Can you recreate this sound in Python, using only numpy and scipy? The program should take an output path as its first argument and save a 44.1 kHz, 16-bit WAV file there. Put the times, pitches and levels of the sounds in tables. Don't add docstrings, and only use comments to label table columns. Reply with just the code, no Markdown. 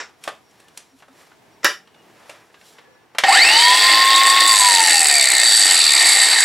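import sys
import numpy as np
from scipy import signal
from scipy.fft import rfft, irfft, next_fast_len
from scipy.io import wavfile
from scipy.ndimage import uniform_filter1d, minimum_filter1d

SR = 44100
rng = np.random.default_rng(int(sys.argv[2]) if len(sys.argv) > 2 else 0)


def elevation(decibels):
    levels = np.asarray(decibels, float)
    return 10 ** (levels / 20)


def dump(signal):
    limited = np.clip(np.atleast_2d(signal).T, -1, 1)
    pcm = np.round(limited * 32767).astype(np.int16)
    wavfile.write(sys.argv[1], SR, pcm)


N = 284048
T = np.arange(N) / SR
SIZE = next_fast_len(N + SR)
HZ = np.arange(SIZE // 2 + 1) * SR / SIZE + 1
RELEASE_S = 4.485
TEETH = 33

# pitch_hz, width_hz, level_db
CASE = [(320.5, 9.9, -17.5), (711, 35, -11.5), (801, 193, -12), (1397, 98, -15.5), (1843.4, 105, 0),
        (2110, 170, -4.5), (2658, 240, -8.5), (2990, 180, -9)]
GUARD = [(3660, 240, -29), (3630, 55, -1), (3717, 414, -2), (4002, 154, 3.5), (4598, 246, 6.5),
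         (5020, 110, -23), (5840, 110, -8)]
DISC = [(6900, 250, -15.5), (7983, 870, 0), (9690, 570, -10), (11100, 780, -9)]
# pitch_hz, level_db (per Hz)
VALLEYS = [(24, -67), (40, -20.5), (176, -36.5), (320, -16.5), (630, -13), (918, -11), (1070, -11.5),
           (1520, -10.5), (1850, -1), (3300, -10.5), (4570, 1.5), (5870, -10.5), (8130, -3), (8990, -11),
           (16000, -57)]


def curve(table):
    rows = np.array(table)
    return np.interp(T, rows[:, 0], rows[:, 1])


def unit(x):
    return x / np.sqrt(np.mean(x ** 2))


def noise():
    return rng.standard_normal(N)


def sine(turns):
    return np.sin(2 * np.pi * turns)


def step(x):
    return .5 + .5 * np.tanh(x)


def response(hz, points, peaks, valley_db):
    point_hz, point_db = np.transpose(points)
    power = elevation(2 * (np.interp(np.log(hz), np.log(point_hz), point_db) + valley_db))
    for peak_hz, width_hz, peak_db in peaks:
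        power = power + elevation(2 * peak_db) / (1 + (2 * (hz - peak_hz) / width_hz) ** 2) ** 2
    return power


def colour(x, points, peaks=(), valley_db=0.):
    cepstrum = irfft(np.log(response(HZ, points, peaks, valley_db)) / 2, SIZE)
    cepstrum[1:SIZE // 2] *= 2
    cepstrum[SIZE // 2 + 1:] = 0
    gain = np.exp(rfft(cepstrum))
    return irfft(rfft(x, SIZE) * gain / np.abs(gain).max(), SIZE)[:N]


def band(x, lo_hz, hi_hz):
    sos = signal.butter(2, [lo_hz, min(hi_hz, .45 * SR)], "band", fs=SR, output="sos")
    return signal.sosfilt(sos, x)


def walk(rate):
    hold = int(SR / rate)
    levels = np.repeat(rng.standard_normal(N // 20), hold)[:N]
    return 1.3 * uniform_filter1d(uniform_filter1d(levels, hold), hold)


def burst(start_s, ring_s):
    age = np.clip(T - start_s, 0, None)
    return (1 - np.exp(-age / 0.00097)) * np.exp(-np.log(1000) * age / max(ring_s, .005))


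def grinder():
    # start_s, level_db, ring_s
    jolts = [
        (3.238, -12.5, .12),
        (3.286, -9, 0.19),
        (3.35, -14.5, 0.11),
    ]
    speed, turns, coast = spindle()
    vents_db = -37.5 - 3.5 * np.log2(100 / speed) + 1.1 * walk(40)
    vents = unit(band(noise(), 7900, 17300)) * elevation(vents_db)
    shake = sum(elevation(db) * burst(start_s, ring_s) for start_s, db, ring_s in jolts)
    handle = unit(band(noise(), 725, 820)) * uniform_filter1d(shake, size=SR // 60)
    switched_on = np.clip((T - 3.236) / 0.0025, 0, 1)
    return (tones(speed, turns, coast) + gears(speed, turns, coast) + vents + handle) * switched_on


def spindle():
    # time_s, speed_turns_per_s
    run = [(3.235, 5), (3.268, 17.1), (3.3, 25.2), (3.349, 42.4), (3.402, 61.5), (3.46, 78.7), (3.5, 84.5),
           (3.54, 89.5), (3.632, 96.2), (3.76, 102), (3.868, 104.5), (4.056, 107.3), (4.48, 109),
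           (4.88, 85.9), (5.2, 68.1), (5.5, 56), (5.95, 33.5), (6.44, 28)]
    load_drop_s = 0.045
    speed = uniform_filter1d(curve(run), size=SR // 40)
    return speed, np.cumsum(speed) / SR, step((T - RELEASE_S) / load_drop_s)


def tones(speed, turns, coast):
    # pitch_hz, level_db
    whine = [(480, -54), (630, -49), (690, -27.5), (800, -23.5), (880, -21.5), (1000, -17.5), (1090, -17.5)]
    # pitch_hz, width_hz, level_db
    dead_spots = [(736, 26, -8), (841, 11, -13), (1029, 7.6, -10)]
    # order (cycles per turn), full_torque_db, easing_db (per halving of torque), coast_db,
    # share (of the housing resonances, 0-1)
    orders = [
        (TEETH, -11.5, -1.8, -27, .4),
        (2 * TEETH, -15, -7, -23, .5),
        (110.5, -35, -.5, -32, .25),
        (3 * TEETH, -27, -5, -32, .6),
    ]
    # pitch_hz, half_width_hz, level_db
    loose_wheel = (2290, 310, 9.2)
    wheel_hz, wheel_width_hz, wheel_db = loose_wheel
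    whine_order = 10
    full_torque = 330
    speaks_above = 27
    tight_rad, loose_rad = .45, 3.3
    loose_above, loose_span = 94.5, 2

    hz = whine_order * speed
    whine_db = np.interp(hz, *np.transpose(whine))
    for spot_hz, width_hz, db in dead_spots:
        whine_db = whine_db + db * np.exp(-((hz - spot_hz) / width_hz) ** 2)
    whine_phase = 2 * np.pi * whine_order * turns + .18 * walk(60)
    out = elevation(whine_db + .8 * walk(40)) * np.sin(whine_phase)

    driven_rad = tight_rad + (loose_rad - tight_rad) * step((speed - loose_above) / loose_span)
    coast_rad = np.clip(1.2 + 2.2 * (T - RELEASE_S), 0, 3)
    spread = (1 - coast) * driven_rad + coast * coast_rad
    pull = uniform_filter1d(np.gradient(speed) * SR, size=SR // 15)
    torque = np.clip(pull / full_torque, 1 / 16, 1)
    speaking = np.clip(speed / speaks_above, 0, 1) ** 4
    for k, (order, full_db, easing_db, coast_db, share) in enumerate(orders):
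        hz = order * speed
        swell = 1 + .25 * np.cos(2 * np.pi * turns + k)
        smear = spread * (1 + min(k, 1) / 2) * walk(220)
        db = (1 - coast) * (full_db - easing_db * np.log2(torque)) + coast * coast_db
        db += share * housing_db(hz)
        db += coast * TEETH / order * wheel_db * np.exp(-((hz - wheel_hz) / wheel_width_hz) ** 2)
        level = swell * speaking * elevation(db + 1.8 * walk(90))
        out += level * np.sin(2 * np.pi * order * turns + smear)
    return np.sqrt(2) * out


def housing_db(hz):
    return 10 * np.log10(response(hz, VALLEYS, [*CASE, *GUARD, *DISC], -11))


def gears(speed, turns, coast):
    # driven_db, coast_db, slowing_db (per halving of speed), bite_share,
    # mesh_db (gained while coasting teeth stay in mesh)
    rings = [
        (-17.5, -19, -2, 0.31, 3.5),
        (-18, -15, 0.5, 1.3, 0.5),
        (-24, -12, -1.5, 1.1, -2.5),
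    ]
    # time_s, level_db
    bite = [(3.24, -18), (3.27, -7), (3.34, 4.5), (3.41, -1.5), (3.5, 0.5), (3.75, 2), (4.26, -2),
            (4.45, 0), (5.0, -1.5), (5.23, -1), (5.56, 0.5), (5.96, -0.5), (6.1, 0.5), (6.44, -2)]
    # time_s, share (0-1)
    slack = [(3.2, .3), (4.42, .7), (4.52, .96), (5.45, .97), (5.6, .85), (5.82, .95), (5.96, .95),
             (5.99, .35), (6.44, .4)]
    # start_s, peak_db
    slip_times = [(4.1592, 4), (4.2677, 7), (4.298, 10), (4.4048, 5.5), (4.4753, 3)]
    two_knocks_below = 58.5

    late = turns + .05 * walk(70)
    sharp = np.clip(2.3 * (85 / speed) ** 2, 2, 4)
    swing = np.cos(2 * np.pi * late)
    knock = np.exp(sharp * (swing - 1))
    second = .1 + .75 * coast * step(two_knocks_below - speed)
    knock += second * np.exp(sharp * (-swing - 1))
    knock *= elevation(1.6 * walk(110))
    knock /= np.sqrt(uniform_filter1d(knock ** 2, size=SR // 12))
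    slips = sum(elevation(db + 17.5) * burst(start_s, 0.019) for start_s, db in slip_times)

    rattle, bite_db = curve(slack), curve(bite)
    # resonances, low and high edge of the force (Hz), valley dB, share of the knock (more for higher rings)
    parts = [(CASE, 70, 3200, -8, .45), (GUARD, 3000, 6000, -6, .9), (DISC, 6000, 12000, -4, 1)]
    out = 0
    for (peaks, lo_hz, hi_hz, valley_db, share), row in zip(parts, rings):
        driven_db, coast_db, slowing_db, bite_share, mesh_db = row
        depth = rattle * share
        force = np.sqrt(1 - depth + depth * knock ** 2) + share ** 2 * slips
        impacts = noise() * elevation(2.33 * walk(300)) * force
        ring = unit(colour(band(impacts, lo_hz, hi_hz), VALLEYS, peaks, valley_db))
        coasting_db = coast_db + slowing_db * np.log2(100 / speed) + mesh_db * (1 - rattle)
        db = (1 - coast) * driven_db + coast * coasting_db + bite_share * bite_db
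        out = out + ring * elevation(db + 1.4 * walk(14))
    return out


def knocks():
    # start_s, peak_db, low_db and high_db (relative to mid), shell_hz
    clicks = [(0.2377, -24, -28, -0.5, 2510), (0.2756, -16.5, 5, -13.5, 1234), (0.287, -33, 1, 1, 2300),
              (0.5094, -51, -6, 3, 1750), (0.5996, -39.5, -3, -3, 1710), (0.6824, -40, -13, -2, 2870),
              (0.774, -23.5, -8, 4, 4250), (0.802, -42, -6, -2, 3600), (1.001, -45, 2, -12, 800),
              (1.022, -45.5, 14.5, -12, 730), (1.081, -50, 12, -4, 1120), (1.316, -50, 16.5, -16, 1160),
              (1.873, -39.5, 3, -17, 1590), (1.944, -43.5, -4, -14, 870), (2.294, -29, 4.5, -6, 710),
              (2.542, -35.5, -2, -27, 1660), (2.611, -37, -30, -13, 1540), (2.784, -35, 1, -28, 833),
              (3.148, -36.5, 11, -10, 850), (3.1837, -1.5, -7, -8.5, 1600), (3.2361, 1, -6.5, -33, 1720)]
    # start_s, pitch_hz, peak_db, ring_s
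    ping = (-19.5, 7000, 4.5, .01)
    # time_s, level_db
    bumps = [
        (.95, -48.5),
        (1.11, -49),
    ]
    low, mid, high = (unit(band(noise(), *hz)) for hz in [(400, 1580), (1500, 3900), (5000, 10500)])
    out = np.zeros(N)
    for start_s, db, low_db, high_db, shell_hz in clicks:
        ring_s = 0.048 * (1500 / shell_hz) ** 0.51
        note = .6 * sine(shell_hz * (T - start_s))
        click = mid + note + elevation(low_db) * low + elevation(high_db) * high
        out += elevation(db - 7.5) * burst(start_s, ring_s) * click
    start_s, spring_hz, db, ring_s = ping
    spring = unit(band(noise(), 0.94 * spring_hz, 1.02 * spring_hz))
    out += elevation(db) * burst(start_s, ring_s) * spring
    for time_s, db in bumps:
        out += elevation(db) * np.exp(-((T - time_s) / 0.02) ** 2) * sine(265 * T)
    return out


def latch():
    # start_s, peak_db
    snaps = [
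        (0, -22),
        (1.631, -33),
        (1.639, -30),
        (1.6445, -2),
        (1.652, -7),
    ]
    # pitch_hz, width_hz, level_db
    shell_peaks = [(1500, 350, -4), (2000, 350, -4), (3700, 500, -7), (5400, 250, -5), (7300, 800, -11)]
    # pitch_hz, level_db (per Hz)
    shell_colour = [(59, -55), (100, -48.5), (277, -10), (328, -3.5), (621, -4), (752, -5), (1650, 2.5),
                    (4200, -13.5), (5420, -5), (16000, -52)]
    blows = sum(elevation(db) * burst(start_s, 0.028) for start_s, db in snaps[1:])
    echo = elevation(snaps[0][1] - 4.0) * burst(0, 0.2)
    shell = unit(colour(noise(), shell_colour, shell_peaks, .1))
    crack = unit(band(noise(), 3300, 22000)) * burst(snaps[3][0], 0.014)
    return blows * shell * elevation(5.5) + elevation(3.5) * crack, echo * shell


def shuffle():
    # peak_s, rise_s and fall_s (over 20 dB), rub_db, slide_db
    strokes = [(.1, 0.18, 0.082, -45, -68), (0.252, 0.04, 0.076, -35.5, -45.5),
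               (.62, 0.69, 0.24, -50, -60.5), (.772, .05, 0.22, -47.5, -55), (.99, .04, 0.065, -57, -56),
               (1.21, 0.16, .25, -44, -53.5), (1.9, .03, .2, -67, -74), (2.2, 0.4, .3, -48.5, -64),
               (2.306, 0.14, 0.21, -41, -53.5), (2.682, 0.13, .15, -68, -48.5),
               (2.82, 0.73, 0.85, -48.5, -78), (3.14, 0.035, .1, -62, -73)]
    # pitch_hz, width_hz, level_db
    slide_peaks = [(3300, 980, -7.5), (5600, 250, -3), (7360, 570, -7.5), (10800, 900, -10)]
    press, glide = np.zeros(N), np.zeros(N)
    for peak_s, rise_s, fall_s, rub_db, slide_db in strokes:
        shape = elevation(-20 * np.where(T < peak_s, (peak_s - T) / rise_s, (T - peak_s) / fall_s))
        press += elevation(rub_db) * shape
        glide += elevation(slide_db) * shape
    rub = unit(band(noise(), 310, 2070)) * press * elevation(-10 + 1.8 * walk(120))
    cloth = [(1500, -24), (4000, -7), (12000, -15), (14000, -19), (16000, -33)]  # Hz, dB per Hz
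    slide = unit(colour(noise(), cloth, slide_peaks))
    return rub + slide * glide * elevation(-2.5 + 1.5 * walk(150))


def room(x):
    t60_s = 0.22
    echoes = rfft(noise() * burst(0.0046, t60_s), SIZE)
    echoes /= np.sqrt(uniform_filter1d(np.abs(echoes) ** 2, size=SIZE // 300))
    return band(irfft(rfft(x, SIZE) * echoes, SIZE)[:N], 405, 9000)


def shop():
    # pitch_hz, level_db (per Hz)
    air_colour = [(15, -88), (25, -49), (114, -7), (476, -3.5), (531, -11), (624, -6.5), (887, -5.5),
                  (1400, -15.5), (1700, -10.5), (1840, -13.5), (16000, -33.5)]
    # middle_s, half_length_s, pitch_hz, level_db
    loose_metal = [(.63, 0.07, 1770, -67), (1.927, 0.11, 2860, -64), (2.587, 0.019, 1620, -51),
                   (2.868, 0.15, 1716, -60.5), (2.918, 0.058, 514, -55), (1.59, 3.1, 5600, -77)]
    air_db = -51
    mid, side = (unit(colour(noise(), air_colour)) * elevation(2.2 * walk(8.06)) for _ in range(2))
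    hums = np.zeros(N)
    for middle_s, half_s, hz, db in loose_metal:
        swell = elevation(db + 5.5 * walk(44.9)) * np.exp(-((T - middle_s) / half_s) ** 4)
        hums += swell * np.sin(2 * np.pi * hz * T + 1.8 * walk(40))
    rumble, rumble_side = (unit(band(noise(), 60, 150)) for _ in range(2))
    air = elevation(air_db - 5) * mid + hums + elevation(-74.0) * rumble
    return air, elevation(air_db - 12) * side + elevation(-77) * rumble_side


def scene():
    # pitch_hz, side_minus_mid_db
    width = [(60, -30), (250, -27), (500, -27), (1000, -40), (2000, -23), (4000, -25), (8000, -23),
             (11000, -22), (15000, -20)]
    snap, echo = latch()
    hits = knocks() + snap + shuffle()
    tool = grinder()
    mid = hits + elevation(-6.5) * room(hits) + echo
    mid += elevation(0.49) * tool + elevation(-9.5) * room(tool)
    side = elevation(max(db for _, db in width)) * colour(room(mid), width)
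    air, air_side = shop()
    return np.array([mid + air + side + air_side, mid + air - side - air_side])


def roll_off(x):
    return signal.sosfilt(signal.butter(12, 16500, fs=SR, output="sos"), x)


def record(dry):
    dry = signal.sosfilt(signal.ellip(8, .2, 60, 15800, fs=SR, output="sos"), dry)
    headroom = np.minimum(1, .99 / (np.abs(dry).max(axis=0) + 1e-9))
    gain = uniform_filter1d(minimum_filter1d(headroom, size=161), size=121)
    return roll_off(dry * gain)


dry = scene()
out = record(dry)
dump(out)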